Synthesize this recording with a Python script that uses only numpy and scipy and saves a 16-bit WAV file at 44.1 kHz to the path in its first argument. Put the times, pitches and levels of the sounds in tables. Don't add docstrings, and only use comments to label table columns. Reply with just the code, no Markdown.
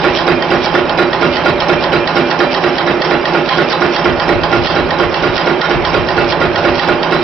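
import sys
import numpy as np
from scipy import signal
from scipy.fft import rfft, irfft
from scipy.io import wavfile
from scipy.ndimage import uniform_filter1d

SR = 44100
rng = np.random.default_rng(int(sys.argv[2]) if len(sys.argv) > 2 else 0)


def generate_wav(signal):
    frames = np.transpose(np.atleast_2d(signal))
    scaled = np.clip(frames, -1, 1) * 32767
    pcm = np.round(scaled).astype(np.int16)
    wavfile.write(sys.argv[1], SR, pcm)


N = 318843

# centre in Hz, width in Hz, lift in dB.
FRAME = [(161.6, 24, 4), (258.5, 6.8, 3), (350.7, 55, 11), (377, 12, 7.5), (584, 29, 6.5), (815, 26, 7),
         (1083, 20, 4.5), (1427, 32, 8), (2283, 120, 1.5), (2687, 120, 5), (3144, 46, 9.5), (3956, 100, 8),
         (4893, 61, 9), (5400, 43, 9)]
# pitch in Hz, share of power from 0 to 1.
ALIKE = [(50, 0.1), (160, 0.86), (350, 0.71), (800, 0.58), (1400, 0.42), (2500, 0.17), (5000, 0)]

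FIRST_PUNCH_S, TURN_S = .0426, .23599
SIZE, LEAD_S = 16384, .03
AGE = np.arange(SIZE) / SR - LEAD_S
HZ = np.fft.rfftfreq(SIZE, 1 / SR)


def amp(db):
    return 10 ** (np.asarray(db) / 20)


def evened(x):
    return x / np.sqrt(np.mean(x ** 2) + 1e-20)


def read(points, hz):
    f, value = np.transpose(points)
    return np.interp(np.log(hz + 1), np.log(f + 1), value)


def colour(spectrum, resonances):
    db = read(spectrum, HZ)
    for f, width, lift in resonances:
        db = db + lift / (1 + (2 * (HZ - f) / width) ** 2)
    log_gain = np.log(amp(db))
    mirrored = np.r_[log_gain, log_gain[-2:0:-1]]
    phase = -signal.hilbert(mirrored).imag[:len(HZ)]
    return np.sqrt(SR / 2) * np.exp(log_gain + 1j * phase)


def blow(at, rise, t60):
    age = AGE - at
    attack = np.clip(age / max(rise, 1 / SR), 0, 1)
    return attack * np.exp(-np.log(1000) * np.maximum(age - rise, 0) / t60)


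def chatter(force, alike, count, patchy_db=0, size=40):
    # pitch in Hz, likeness from 0 to 1.
    likeness = [(60, 0.34), (130, 1), (270, 0.87), (580, 0.88), (1230, 0.85), (2630, 0.52), (5590, 0.48)]
    z = rfft(force * rng.standard_normal((count + 1, 2, SIZE)))
    same = np.clip(read(likeness, HZ), 0, 1)
    z[:, 0] = same * z[:, 1] + np.sqrt(1 - same ** 2) * z[:, 0]
    local_level = np.sqrt(uniform_filter1d(abs(z[0]) ** 2, size=size) + 1e-12)
    repeated = z[0] * np.linalg.norm(force) / local_level
    patches = uniform_filter1d(rng.standard_normal((count, 1, len(HZ))), size=50)
    patches = evened(uniform_filter1d(patches, size=40))
    patches = np.tanh(patches)
    fresh = z[1:] * amp(patchy_db * patches)
    alike = np.clip(alike, 0, 1)
    return np.sqrt(alike) * repeated + np.sqrt(1 - alike) * fresh


def wind(gust_db=1.5, gusts_per_s=14, side_db=2.0, shared=0.36):
    # pitch in Hz, relative level in dB.
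    air_tone = [(15, -16), (45, 2.5), (95, 5), (150, 0.5), (260, -22.5), (700, -45.5)]
    # time in seconds, level in dB.
    draught = [(0, -34.5), (1.1, -37.5), (1.5, -32.5), (2.0, -33.5), (2.4, -47), (3.1, -50.5),
               (3.95, -49.5), (4.1, -30), (4.35, -28), (5.4, -34), (5.5, -45), (5.68, -43), (5.75, -26.5),
               (6.9, -33), (7.1, -40)]
    t = np.arange(N) / SR
    puff_after_s, puff_width_s, puff_db = 0.064, 0.045, 7.5
    from_puff = (t - FIRST_PUNCH_S - puff_after_s + TURN_S / 2) % TURN_S - TURN_S / 2
    puffs = np.exp(-(from_puff / puff_width_s) ** 2)
    gusts = np.interp(t * gusts_per_s, np.arange(256), rng.standard_normal(256))
    tone_gain = amp(read(air_tone, np.fft.rfftfreq(N, 1 / SR)))
    left, other = irfft(rfft(rng.standard_normal((2, N))) * tone_gain, N)
    right = shared * left + other
    ports = np.array([amp(side_db) * evened(left), amp(-side_db) * evened(right)])
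    strength_db = np.interp(t, *np.transpose(draught)) + puff_db * puffs + gust_db * gusts
    return ports * amp(strength_db)


def pings(level_db=-36, per_s=140, low_hz=2500, high_hz=5700, t60=0.068, spread_db=3, left_db=-6):
    t = np.arange(SR // 8) / SR
    out = np.zeros((2, N))
    pitches = np.geomspace(low_hz, high_hz, num=30)
    for hz, chance, side in zip(pitches, rng.random((30, N)), rng.standard_normal(30)):
        odds = per_s / 30 / SR
        at = np.flatnonzero(chance < odds)
        ping = np.sin(2 * np.pi * hz * t) * np.exp(-np.log(1000) * t / t60)
        ping = ping * np.sqrt(low_hz / hz)
        sizes = amp(spread_db * np.minimum(-np.log(chance[at] / odds), 3))
        sides = amp([[left_db + 3 * side], [0]])
        for start, size in zip(at, sizes):
            out[:, start:start + len(t)] += size * sides * ping[:N - start]
    return amp(level_db) * evened(out)


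def running(count):
    # pitch in Hz, level in dB per Hz before the frame's lift.
    rumble = [(20, -63), (50, -60.5), (110, -60), (160, -48.5), (250, -52), (470, -48.5), (620, -47),
              (1000, -52), (1900, -57), (2500, -60.5), (3200, -66.5), (4100, -75), (5600, -76)]
    fade_in, fade_out = AGE + LEAD_S, TURN_S - AGE
    force = np.sqrt(np.clip(np.minimum(fade_in, fade_out) / LEAD_S, 0, 1))
    return chatter(force, read(ALIKE, HZ), count, patchy_db=2.5) * colour(rumble, FRAME)


def gears(count, uneven=0.12):
    # seconds after the punch, teeth a second, relative level in dB.
    teeth = [(0, 150, -11.5), (.06, 138, -8.5), (.115, 138, -20), (.135, 149, -3), (.15, 167, 4.5),
             (.172, 173, 2), (.19, 184, -7.5), (.21, 168, 0), (0.237, 152, -3.5)]
    # pitch in Hz, relative level in dB per Hz.
    click_tone = [(300, -82), (600, -55), (800, -47), (1030, -49), (1300, -66.5), (2500, -75), (5500, -88)]
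    s, rate, db = np.transpose(teeth)
    tooth = np.floor(np.cumsum(np.interp(AGE, s, rate)) / SR)
    clicks = np.diff(tooth, prepend=0) * (AGE >= 0) * (AGE < TURN_S)
    force = clicks * np.sqrt(SR / rate.mean()) * amp(np.interp(AGE, s, db))
    strikes = force * (1 + uneven * rng.standard_normal((count, 1, SIZE)))
    return rfft(strikes) * colour(click_tone, [])


def ringing(count, spread_db=2.5, detune=0.0066):
    # seconds after the punch, pitch in Hz, relative level in dB, rise in seconds, t60 in seconds.
    modes = [(0, 1422, -10, 0.0074, 0.093), (-.001, 582, -5, 0.0015, 0.027), (.005, 349, -15, 0.018, .29),
             (.016, 165, -18.5, 0.026, 0.16), (.026, 253, -20.5, 0.03, 0.45),
             (0.055, 2400, -27, 0.046, 0.12), (.06, 572, -16.5, 0.0077, 0.42),
             (-0.0072, 2200, -21.5, 0.0019, 0.05), (-0.012, 4790, -29.5, 0.032, 0.078)]
    out = 0
    for at, hz, db, rise, t60 in modes:
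        size, pitch = rng.standard_normal((2, count, 1, 1))
        envelope = amp(db + spread_db * size) * blow(at, rise, t60)
        mode_hz = hz * (1 + detune * pitch)
        out = out + envelope * np.sin(2 * np.pi * mode_hz * (AGE - at))
    return rfft(out)


def feeding(count, slip_db=3.5):
    # pitch in Hz, relative level in dB per Hz.
    scrape_tone = [(700, -75), (2400, -58.5), (3200, -58), (4200, -61.5), (5600, -62.5), (7000, -72.5)]
    force = np.interp(AGE, [.088, .115, .138, .146], [0.2, 0.69, 1, 0.048])
    slip_noise = uniform_filter1d(rng.standard_normal((count, 1, SIZE)), size=130)
    slips = amp(slip_db * evened(slip_noise))
    scrape = irfft(chatter(force, 0, count, patchy_db=3.5)) * evened(slips)
    return rfft(scrape) * colour(scrape_tone, [])


def cutting(count):
    # centre in Hz, width in Hz, lift in dB.
    blade_modes = [(801, 53, 14), (1894, 220, 17.5), (3040, 57, 7), (3195, 110, 11.5), (4300, 62, 7),
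                   (4800, 90, 4.5), (5200, 43, 5.5)]
    # pitch in Hz, relative level in dB per Hz.
    snap_tone = [(300, -65.5), (800, -39.5), (1400, -44), (2400, -48), (3300, -41.5), (4500, -44),
                 (5600, -46), (9000, -42)]
    return_tone = [(400, -66), (800, -54.5), (1050, -48), (1400, -52.5), (2000, -54.5), (2500, -59.5),
                   (3200, -59), (4500, -62.5), (5600, -66.5)]
    snap = blow(.1444, 0.00028, 0.015) + amp(-7) * blow(.1472, 0, 0.017)
    blades = chatter(snap, 0.75, count, size=400) * colour(snap_tone, blade_modes)
    rattle = chatter(blow(0.1392, 0.0086, 0.29), read(ALIKE, HZ), count, patchy_db=6.5)
    return blades + rattle * colour(return_tone, FRAME)


def heading(count):
    # pitch in Hz, relative level in dB per Hz.
    grip_tone = [(60, -60.5), (160, -57.5), (250, -53), (400, -45), (800, -53.5), (1900, -63.5),
                 (2600, -55), (4700, -64), (5500, -58)]
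    punch_tone = [(60, -65), (250, -50), (380, -44), (650, -43), (1050, -47), (1400, -46.5), (1900, -47),
                  (2500, -54), (3200, -59), (3900, -57.5), (4800, -75.5), (5600, -66)]
    shudder_tone = [(25, -64), (55, -51.5), (110, -55.5), (170, -44.5), (330, -44), (500, -52.5),
                    (1050, -46), (1900, -52.5), (2600, -54), (3300, -60.5), (5500, -69.5)]
    alike = read(ALIKE, HZ)
    grip = chatter(blow(-0.013, 0.0032, 0.1), alike, count, patchy_db=5) * colour(grip_tone, FRAME)
    crack = amp(-2) * blow(0, 0, .016) + amp(-4) * blow(.0068, 0, .016)
    strike = crack + blow(0, 0, 0.26) + amp(-11.5) * blow(0.025, 0, 0.08)
    punch = chatter(strike, alike, count, patchy_db=5.0, size=80) * colour(punch_tone, FRAME)
    release = blow(0.02, 0.021, 0.2) + amp(-3.5) * blow(0.023, 0, 0.043)
    shudder = chatter(release, alike, count, patchy_db=4.5) * colour(shudder_tone, FRAME)
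    return grip + punch + shudder


def machine():
    # time in seconds, level in dB.
    weight = [(0, .5), (2.1, -0.1), (2.7, -2.6), (4, -1), (4.7, -2.66), (7.2, -1.5)]
    # turn counted from 0, scrape level in dB.
    binds = [(0, 5.5), (2, 6), (5, 2.5), (7, -0.5), (9, 1), (10, 3.5), (11, 1.5), (14, -1), (15, 4),
             (16, 3.5), (19, 5), (22, 4), (26, 3.5), (28, 2.5), (30, 4)]
    # pitch in Hz, left minus right in dB.
    lean = [(60, 0), (110, 0), (220, -5), (350, -5.8), (560, -3.2), (850, -5), (1420, -7.7), (2800, -5),
            (5600, -10)]
    punch_spread_db, cut_spread_db, feed_spread_db = 0.32, 4, 0.5
    cut_db, free_feed_db = .7, -11
    turns = np.arange(-1, int(N / SR / TURN_S) + 1)
    s, count = FIRST_PUNCH_S + turns * TURN_S, len(turns)
    chance = rng.standard_normal((count, 3)).T
    punch_db = np.interp(s, *np.transpose(weight)) + punch_spread_db * chance[0]
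    scrape_db = free_feed_db + feed_spread_db * chance[1]
    for number, db in binds:
        scrape_db[turns == round(number)] = db
    turn_db = [punch_db, scrape_db, cut_db + cut_spread_db * chance[2]]
    punch, scrape, cut = amp(turn_db)[:, :, None, None]
    z = running(count) + gears(count)
    z = z + punch * (heading(count) + ringing(count))
    z = z + scrape * feeding(count) + cut * cutting(count)
    sides = amp(np.outer([.5, -.5], read(lean, HZ)))
    out = np.zeros((2, N + 2 * SR))
    for start, turn in zip(s, irfft(z * sides / sides.mean(0))):
        first = SR + round((start - LEAD_S) * SR)
        out[:, first:first + SIZE] += turn
    return out[:, SR:SR + N]


def scene():
    return machine() + pings() + wind()


def low_pass(x, hz):
    taps = signal.firwin(301, hz, window=("kaiser", 8), fs=SR)
    return signal.oaconvolve(x, taps[None], "same")


def record(dry, threshold_db=-3.0, share=0.93, recover_db_per_s=380, band_hz=5700, edge_hz=16000):
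    power_db = 10 * np.log10(abs(uniform_filter1d((dry ** 2).max(0), size=40)) + 1e-12)
    fall = np.arange(N) * recover_db_per_s / SR
    held_db = np.maximum.accumulate(power_db + fall) - fall
    over_db = np.maximum(held_db - threshold_db, 0)
    ducked = dry / amp(share * uniform_filter1d(over_db, size=24))
    rounded = ducked / (1 + (ducked / 1.2) ** 6) ** (1 / 6)
    clipped = np.clip(low_pass(rounded, band_hz), -1, 1)
    return low_pass(clipped, edge_hz)


dry = scene()
out = record(dry)
generate_wav(out)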